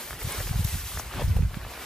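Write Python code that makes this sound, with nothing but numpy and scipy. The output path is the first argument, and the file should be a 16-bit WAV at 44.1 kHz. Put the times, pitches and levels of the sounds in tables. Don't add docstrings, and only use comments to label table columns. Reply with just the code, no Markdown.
import sys
import numpy as np
from scipy import signal
from scipy.fft import rfft, irfft, next_fast_len
from scipy.io import wavfile
from scipy.ndimage import uniform_filter1d, map_coordinates

SR = 44100
rng = np.random.default_rng(int(sys.argv[2]) if len(sys.argv) > 2 else 0)


def put_to_file(sound):
    columns = np.atleast_2d(sound).T
    safe = np.clip(columns, -1, 1)
    whole_steps = np.round(safe * 32767)
    wavfile.write(sys.argv[1], SR, whole_steps.astype(np.int16))


def volts(x):
    e = np.asarray(x, float) / 20
    return 10 ** e


N = 81585

NEAR_LEAD_S, FAR_LEAD_S = 2.7e-5, 1.1e-5
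FLAT = [(100, 0), (15000, 0)]


def unit(x):
    return x / np.sqrt(np.mean(x ** 2) + 1e-20)


def along(points, hz):
    f, v = np.transpose(points)
    return np.interp(np.log(hz + 1), np.log(f + 1), v)


def curve(rows):
    return np.interp(np.arange(N) / SR, *np.transpose(rows))


def wobble(rate):
    knots = rng.standard_normal(int(N * rate / SR) + 4)
    return map_coordinates(knots, [np.arange(N) * rate / SR])


def filtered(x, response):
    m = next_fast_len(N + 8192)
    return irfft(rfft(x, m) * response(np.fft.rfftfreq(m, 1 / SR)), m)[..., :N]


def coloured(noise, spectrum):
    return unit(filtered(noise, lambda hz: volts(along(spectrum, hz))))


def wavelet(s, hz, cycles, phase):
    out = np.zeros(N)
    reach = int(5 * cycles / hz * SR) + 2
    near = np.arange(max(int(s * SR) - reach, 0), min(int(s * SR) + reach, N))
    u = (near / SR - s) * hz
    out[near] = np.exp(-.5 * (u / cycles) ** 2) * np.cos(2 * np.pi * u + phase)
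    return out


def grains(count, low_hz, high_hz, cycles, spread_db):
    u, k = rng.random((count, 4)), np.arange(256)
    hz = low_hz * (high_hz / low_hz) ** u[:, 1:2]
    rarity = np.minimum(-np.log(u[:, 2:3] + 1e-9), 3)
    size = volts(spread_db * rarity) * np.sqrt(hz)
    ring = np.sin(2 * np.pi * (hz * k / SR + u[:, 3:]))
    tick = size * np.exp(-k / SR * hz / cycles) * ring
    place = (u[:, :1] * N).astype(int) + k
    return unit(np.bincount(place.ravel(), tick.ravel(), N + 256)[:N] * 1.)


def patches(x, depth_db, size, order):
    z = signal.stft(x, nperseg=size)[2]
    field = rng.standard_normal(z.shape[1:])
    field = uniform_filter1d(field, size=order[0], axis=0)
    field = uniform_filter1d(field, size=order[1], axis=1)
    return signal.istft(z * volts(depth_db * unit(field)), nperseg=size)[1][:, :N]


# f/Hz, likeness [0 to 1]
LIKENESS = [(100, 1), (300, 0.95), (1000, 0.92), (2200, 0.9), (4000, 0.5), (7000, 0.6), (14000, 0.68)]


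def ports(pair, spectrum, lead_s):
    left_db = -0.1

    def share(hz):
        turn = np.arccos(np.clip(along(LIKENESS, hz), -1, 1)) / 2
        return volts(along(spectrum, hz)) * [np.cos(turn), np.sin(turn)]

    def lead(hz):
        early = np.exp(1j * np.pi * hz * lead_s * np.array([[1], [-1]]))
        return early * volts([[left_db], [-left_db]])

    mid, side = filtered(pair, share)
    return filtered(np.array([mid + side, mid - side]), lead)


def rustle(spectrum, lead_s, patchy_db, ticks, streak_db=3.5):
    bed = patches(rng.standard_normal((2, N)), patchy_db, size=256, order=(6, 8))
    bed = unit(patches(bed, streak_db, size=1024, order=(2, 3)))
    return unit(ports(bed + ticks * np.array([[1], [.5]]), spectrum, lead_s))


# t/s, level/dB
STRIDE_EFFORT = [(0, -44), (.11, -45), (.17, -45.5), (.23, -43.5), (.31, -38), (.41, -40.5), (.44, -44),
                 (.48, -45), (.56, -46.5), (.7, -45), (.88, -48), (1, -43), (1.06, -45), (1.21, -35.5),
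                 (1.25, -46), (1.5, -49), (1.7, -42.5), (1.85, -41.5)]
# t/s, level/dB
NEAR_BRUSHING = [(0, -38.5), (.11, -38.5), (.18, -44), (.23, -37), (.32, -35.5), (.5, -36.5), (.58, -38.5),
                 (.7, -34.5), (.78, -36.5), (.88, -39.5), (.98, -39), (1.08, -43), (1.2, -41.5),
                 (1.35, -46.5), (1.5, -50.5), (1.66, -47.5), (1.78, -44.5), (1.85, -40.5)]
# f/Hz, level/dB
CRUNCH_COLOUR = [(70, -22), (150, -3.5), (600, -6.5), (1300, -7), (2400, -9.5), (4600, -18), (8000, -36.5),
                 (15000, -97)]
# f/Hz, level/dB
HISS_COLOUR = [(300, -20.5), (1500, -5.5), (4000, -4), (8000, -4.5), (11000, -3.5), (13000, 0.5),
               (15000, -2.5), (16000, -48.5)]


def legs():
    stalks = volts(-17.5) * grains(count=700, low_hz=365, high_hz=4110, cycles=1.9, spread_db=1.0)
    blades = volts(-8.5) * grains(count=2500, low_hz=3000, high_hz=14600, cycles=1.7, spread_db=3)
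    effort_db = curve(STRIDE_EFFORT) + 0.16 * wobble(8.9) + 1.07 * wobble(44.98)
    brushing_db = curve(NEAR_BRUSHING) + 0.2 * wobble(15.6) + 1.35 * wobble(29.93)
    crunch = rustle(CRUNCH_COLOUR, FAR_LEAD_S, patchy_db=-0.7, ticks=stalks)
    hiss = rustle(HISS_COLOUR, NEAR_LEAD_S, patchy_db=1.07, ticks=blades, streak_db=2.5)
    return volts(effort_db) * crunch + volts(brushing_db) * hiss


# t/s, level/dB, half length/s, f/Hz
LEAF_FLICKS = [(.105, -49, .006, 7000), (.233, -36, .005, 12500), (0.323, -30.5, 0.0019, 9900),
               (0.647, -28, 0.0031, 11560), (.649, -33.5, 0.0016, 3470), (0.647, -35, 0.0014, 5900),
               (0.744, -42, 0.016, 10600), (0.996, -39, 0.0087, 6500), (.997, -39.5, 0.013, 12100),
               (1.285, -47.5, 0.0044, 5330), (1.367, -47, .003, 12500), (1.373, -60, 0.0052, 7500),
               (1.556, -52.5, 0.0029, 6600)]
# t/s, level/dB, f/Hz
TIP_TICKS = [(.0285, -31, 10400), (.0973, -27, 12300), (.1059, -29, 10500), (.2332, -36, 11000),
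             (.3224, -31, 10300), (.4643, -32, 11400), (.6481, -21, 12500), (.8454, -34, 11100),
             (.9895, -30, 11000), (1.0058, -33, 10400), (1.1841, -42, 10400), (1.3684, -33, 11600),
             (1.3724, -32, 12500), (1.3767, -37, 12500), (1.3775, -36, 11100), (1.5571, -35, 12000),
             (1.6832, -36, 12100), (1.7765, -39, 11800)]


def leaves():
    t = np.arange(N) / SR
    width_octaves, tick_cycles = 0.24, 0.96
    scrape = rustle(FLAT, NEAR_LEAD_S, patchy_db=4, ticks=0)
    out = np.zeros((2, N))
    for s, db, half_s, centre_hz in LEAF_FLICKS:
        band = lambda hz: np.exp(-.5 * (np.log2((hz + 1) / centre_hz) / width_octaves) ** 2)
        swell = np.exp(-.5 * ((t - s) / half_s) ** 2)
        out += volts(db) * swell * unit(filtered(scrape, band))
    for s, db, hz in TIP_TICKS:
        out += volts(db) * wavelet(s, hz, tick_cycles, 0)
    return out


# t/s, level/dB, f/Hz
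STEM_SNAPS = [(0.1084, -21.5, 1460), (0.1307, -24, 1200), (.192, -34, 1410), (0.218, -27.5, 1470),
              (.405, -38, 496), (0.476, -29.5, 790), (0.675, -26.5, 1900), (0.9737, -21, 1230),
              (.9972, -19.5, 950), (1.196, -19.5, 720), (1.2175, -31, 910), (1.221, -31, 600),
              (1.204, -28, 567), (1.212, -35, 1490), (1.2175, -29, 1700), (1.371, -33, 890),
              (0.471, -24, 1810), (0.4935, -26, 1900), (0.3094, -27, 1490), (0.5577, -31.5, 1500),
              (0.743, -30, 1810), (1.0643, -38, 1160), (1.6142, -30.5, 1280), (1.738, -30, 1600),
              (.38, -39, 416), (1.3676, -24.5, 580), (1.389, -34, 600), (1.423, -30.5, 1970),
              (1.542, -29, 1260), (1.5444, -25, 2900), (1.138, -33, 1160), (1.6495, -30, 950),
              (1.667, -30.5, 814), (1.777, -28.5, 660), (1.835, -51, 1350)]
# t/s, level/dB, f/Hz
STALK_KNOCKS = [(.9765, -30.5, 1760), (0.35, -35, 430), (.407, -33, 570), (1.5508, -38, 1600),
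                (1.2185, -32, 320), (1.199, -31.5, 550), (1.211, -29, 560), (1.2215, -26, 510),
                (1.37, -32, 620), (1.391, -33, 467), (1.113, -32.5, 1180), (1.14, -30, 1200),
                (0.92, -34, 1120), (1.651, -33.5, 1020), (1.835, -40, 1380), (.403, -32, 1750),
                (.381, -32.5, 1280)]


def stems():
    t = np.arange(N) / SR
    snap_cycles, edge_cycles, knock_cycles = 0.36, 0.73, 1.18
    edge_db, splinter_db, splinter_s = -12.5, -16, 0.0095
    click, after = np.zeros(N), np.zeros(N)
    for s, db, hz in STEM_SNAPS:
        p, q = rng.uniform(3.2, 3.46, 2)
        swing = wavelet(s, hz, snap_cycles, p)
        edge = volts(edge_db) * wavelet(s, 3.9 * hz, edge_cycles, q)
        click += volts(db) * (swing + edge)
        after += volts(db + splinter_db - 20 * np.abs(t - s) / splinter_s) * (t > s)
    for s, db, hz in STALK_KNOCKS:
        click += volts(db) * wavelet(s, hz, knock_cycles, np.pi)
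    splinters = rustle(CRUNCH_COLOUR, FAR_LEAD_S, patchy_db=2, ticks=0)
    return ports(np.array([click, .5 * click]), FLAT, FAR_LEAD_S) + after * splinters


# t/s, level/dB
AIR_SPEED = [(0, -61), (.14, -40.5), (.2, -45.5), (.4, -41), (.57, -37), (.68, -47), (.74, -37), (.82, -42),
             (.9, -41), (1, -39.5), (1.1, -41.5), (1.2, -40), (1.3, -24.5), (1.46, -28.5), (1.53, -45),
             (1.68, -42), (1.74, -48), (1.85, -56)]
# t/s, level/dB, f/Hz, left over right/dB
WIND_EDDIES = [(0.251, -23, 91, 0.5), (0.275, -25.5, 102, 0), (.388, -28.5, 90, -1), (0.409, -26.5, 79, -1),
               (0.462, -30, 88, -1), (0.499, -26, 90, 2), (0.512, -19.5, 99.4, -1), (0.543, -26, 76, -1),
               (0.56, -18.5, 92, -3), (.596, -19, 107, -2.5), (0.608, -18.5, 91, 1), (.651, -16.5, 90, 2),
               (0.73, -30.5, 82, -2), (0.756, -25, 101, -3.5), (1.164, -31, 76.4, 2.5), (1.185, -29, 91, 3),
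               (1.246, -16.5, 71, 4), (1.281, -21, 71, -7), (1.294, -21.5, 84.6, 5),
               (1.311, -22.5, 74.6, -4), (1.336, -25, 55, 0), (1.366, -15, 91, -5), (1.394, -20, 82, 1),
               (1.4075, -18, 91, -8.5), (1.4332, -20, 91, -7), (1.427, -28.5, 168, -5),
               (1.4535, -18.5, 67.5, 0), (1.321, -29, 85, 2), (1.474, -35.5, 81.4, -15),
               (1.572, -25, 142, -5), (0.577, -26, 55, 0), (1.262, -24, 76, 1), (.136, -38.5, 95, -1),
               (0.3083, -44, 81, 0), (.634, -43, 70, -1), (0.691, -37, 90, 3), (.742, -25.5, 87, -3),
               (.776, -35, 95, -1), (.835, -36.5, 74.4, 0), (1.035, -35, 80, 2), (1.149, -39, 74.5, 0),
               (1.215, -30, 100, -6), (1.229, -24.5, 111, -1), (1.354, -30, 95, 8), (1.492, -33.5, 89, 1),
               (1.516, -33, 94, -2), (1.5375, -32.5, 95, 1), (1.602, -37.5, 78, -1), (1.634, -39.5, 85, -1),
               (1.664, -34.5, 71, 0)]
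# f/Hz, level/dB
RUMBLE_COLOUR = [(15, -31), (40, 1.5), (75, 0.5), (130, -12.5), (200, -23), (300, -30), (600, -105.5)]
# f/Hz, level/dB
HEAVE_COLOUR = [(15, -33), (30, 3), (48, 6.5), (70, -10), (110, -46), (200, -70)]
# f/Hz, level/dB
TURBULENCE_COLOUR = [(15, -60), (50, -19), (120, -5), (190, -8.5), (280, -19.5), (500, -43)]


def wind():
    t = np.arange(N) / SR
    swing_cycles, crest_cycles, eddy_db, crest_db = 0.41, 0.95, 2, -18
    swing_pan, crest_pan = 0.71, 2.63
    turbulence_db, turbulence_s, heave_db, heave_s = -20, 0.0092, -8, 0.09
    thumps, stir = np.zeros((2, N)), np.zeros(N)
    for s, db, hz, pan_db in WIND_EDDIES:
        phase = rng.uniform(-.5, .5)
        pan = np.array([[pan_db / 2], [-pan_db / 2]])
        swing = wavelet(s, hz, swing_cycles, phase - 0.3)
        crest = volts(crest_db) * wavelet(s, 2 * hz, crest_cycles, 2 * phase - 0.3)
        thumps += volts(db + eddy_db) * (swing * volts(swing_pan * pan) + crest * volts(crest_pan * pan))
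        stir += volts(2 * db) * np.exp(-((t - s) / turbulence_s) ** 2)
    air = volts(curve(AIR_SPEED) + 3.7 * wobble(37.2))
    noise = rng.standard_normal((3, N))
    heave = volts(heave_db) * np.sqrt(np.abs(uniform_filter1d(stir, int(heave_s * SR))))
    mid = heave * coloured(noise[2], HEAVE_COLOUR) + air * coloured(noise[0], RUMBLE_COLOUR)
    turbulence = volts(turbulence_db) * np.sqrt(stir + 0.12 * air ** 2)
    side = turbulence * coloured(noise[1], TURBULENCE_COLOUR)
    return thumps + np.array([mid + side, mid - side])


def scene():
    return legs() + leaves() + stems() + wind()


def band_limit(x):
    return signal.sosfilt(signal.butter(12, 15760, fs=SR, output="sos"), x)


def record(dry):
    bass_hz, top_hz = 31.4, 15760
    mix = filtered(dry, lambda hz: (1j * hz / (bass_hz + 1j * hz)) ** 2 * (hz < top_hz))
    return band_limit(mix)


dry = scene()
out = record(dry)
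put_to_file(out)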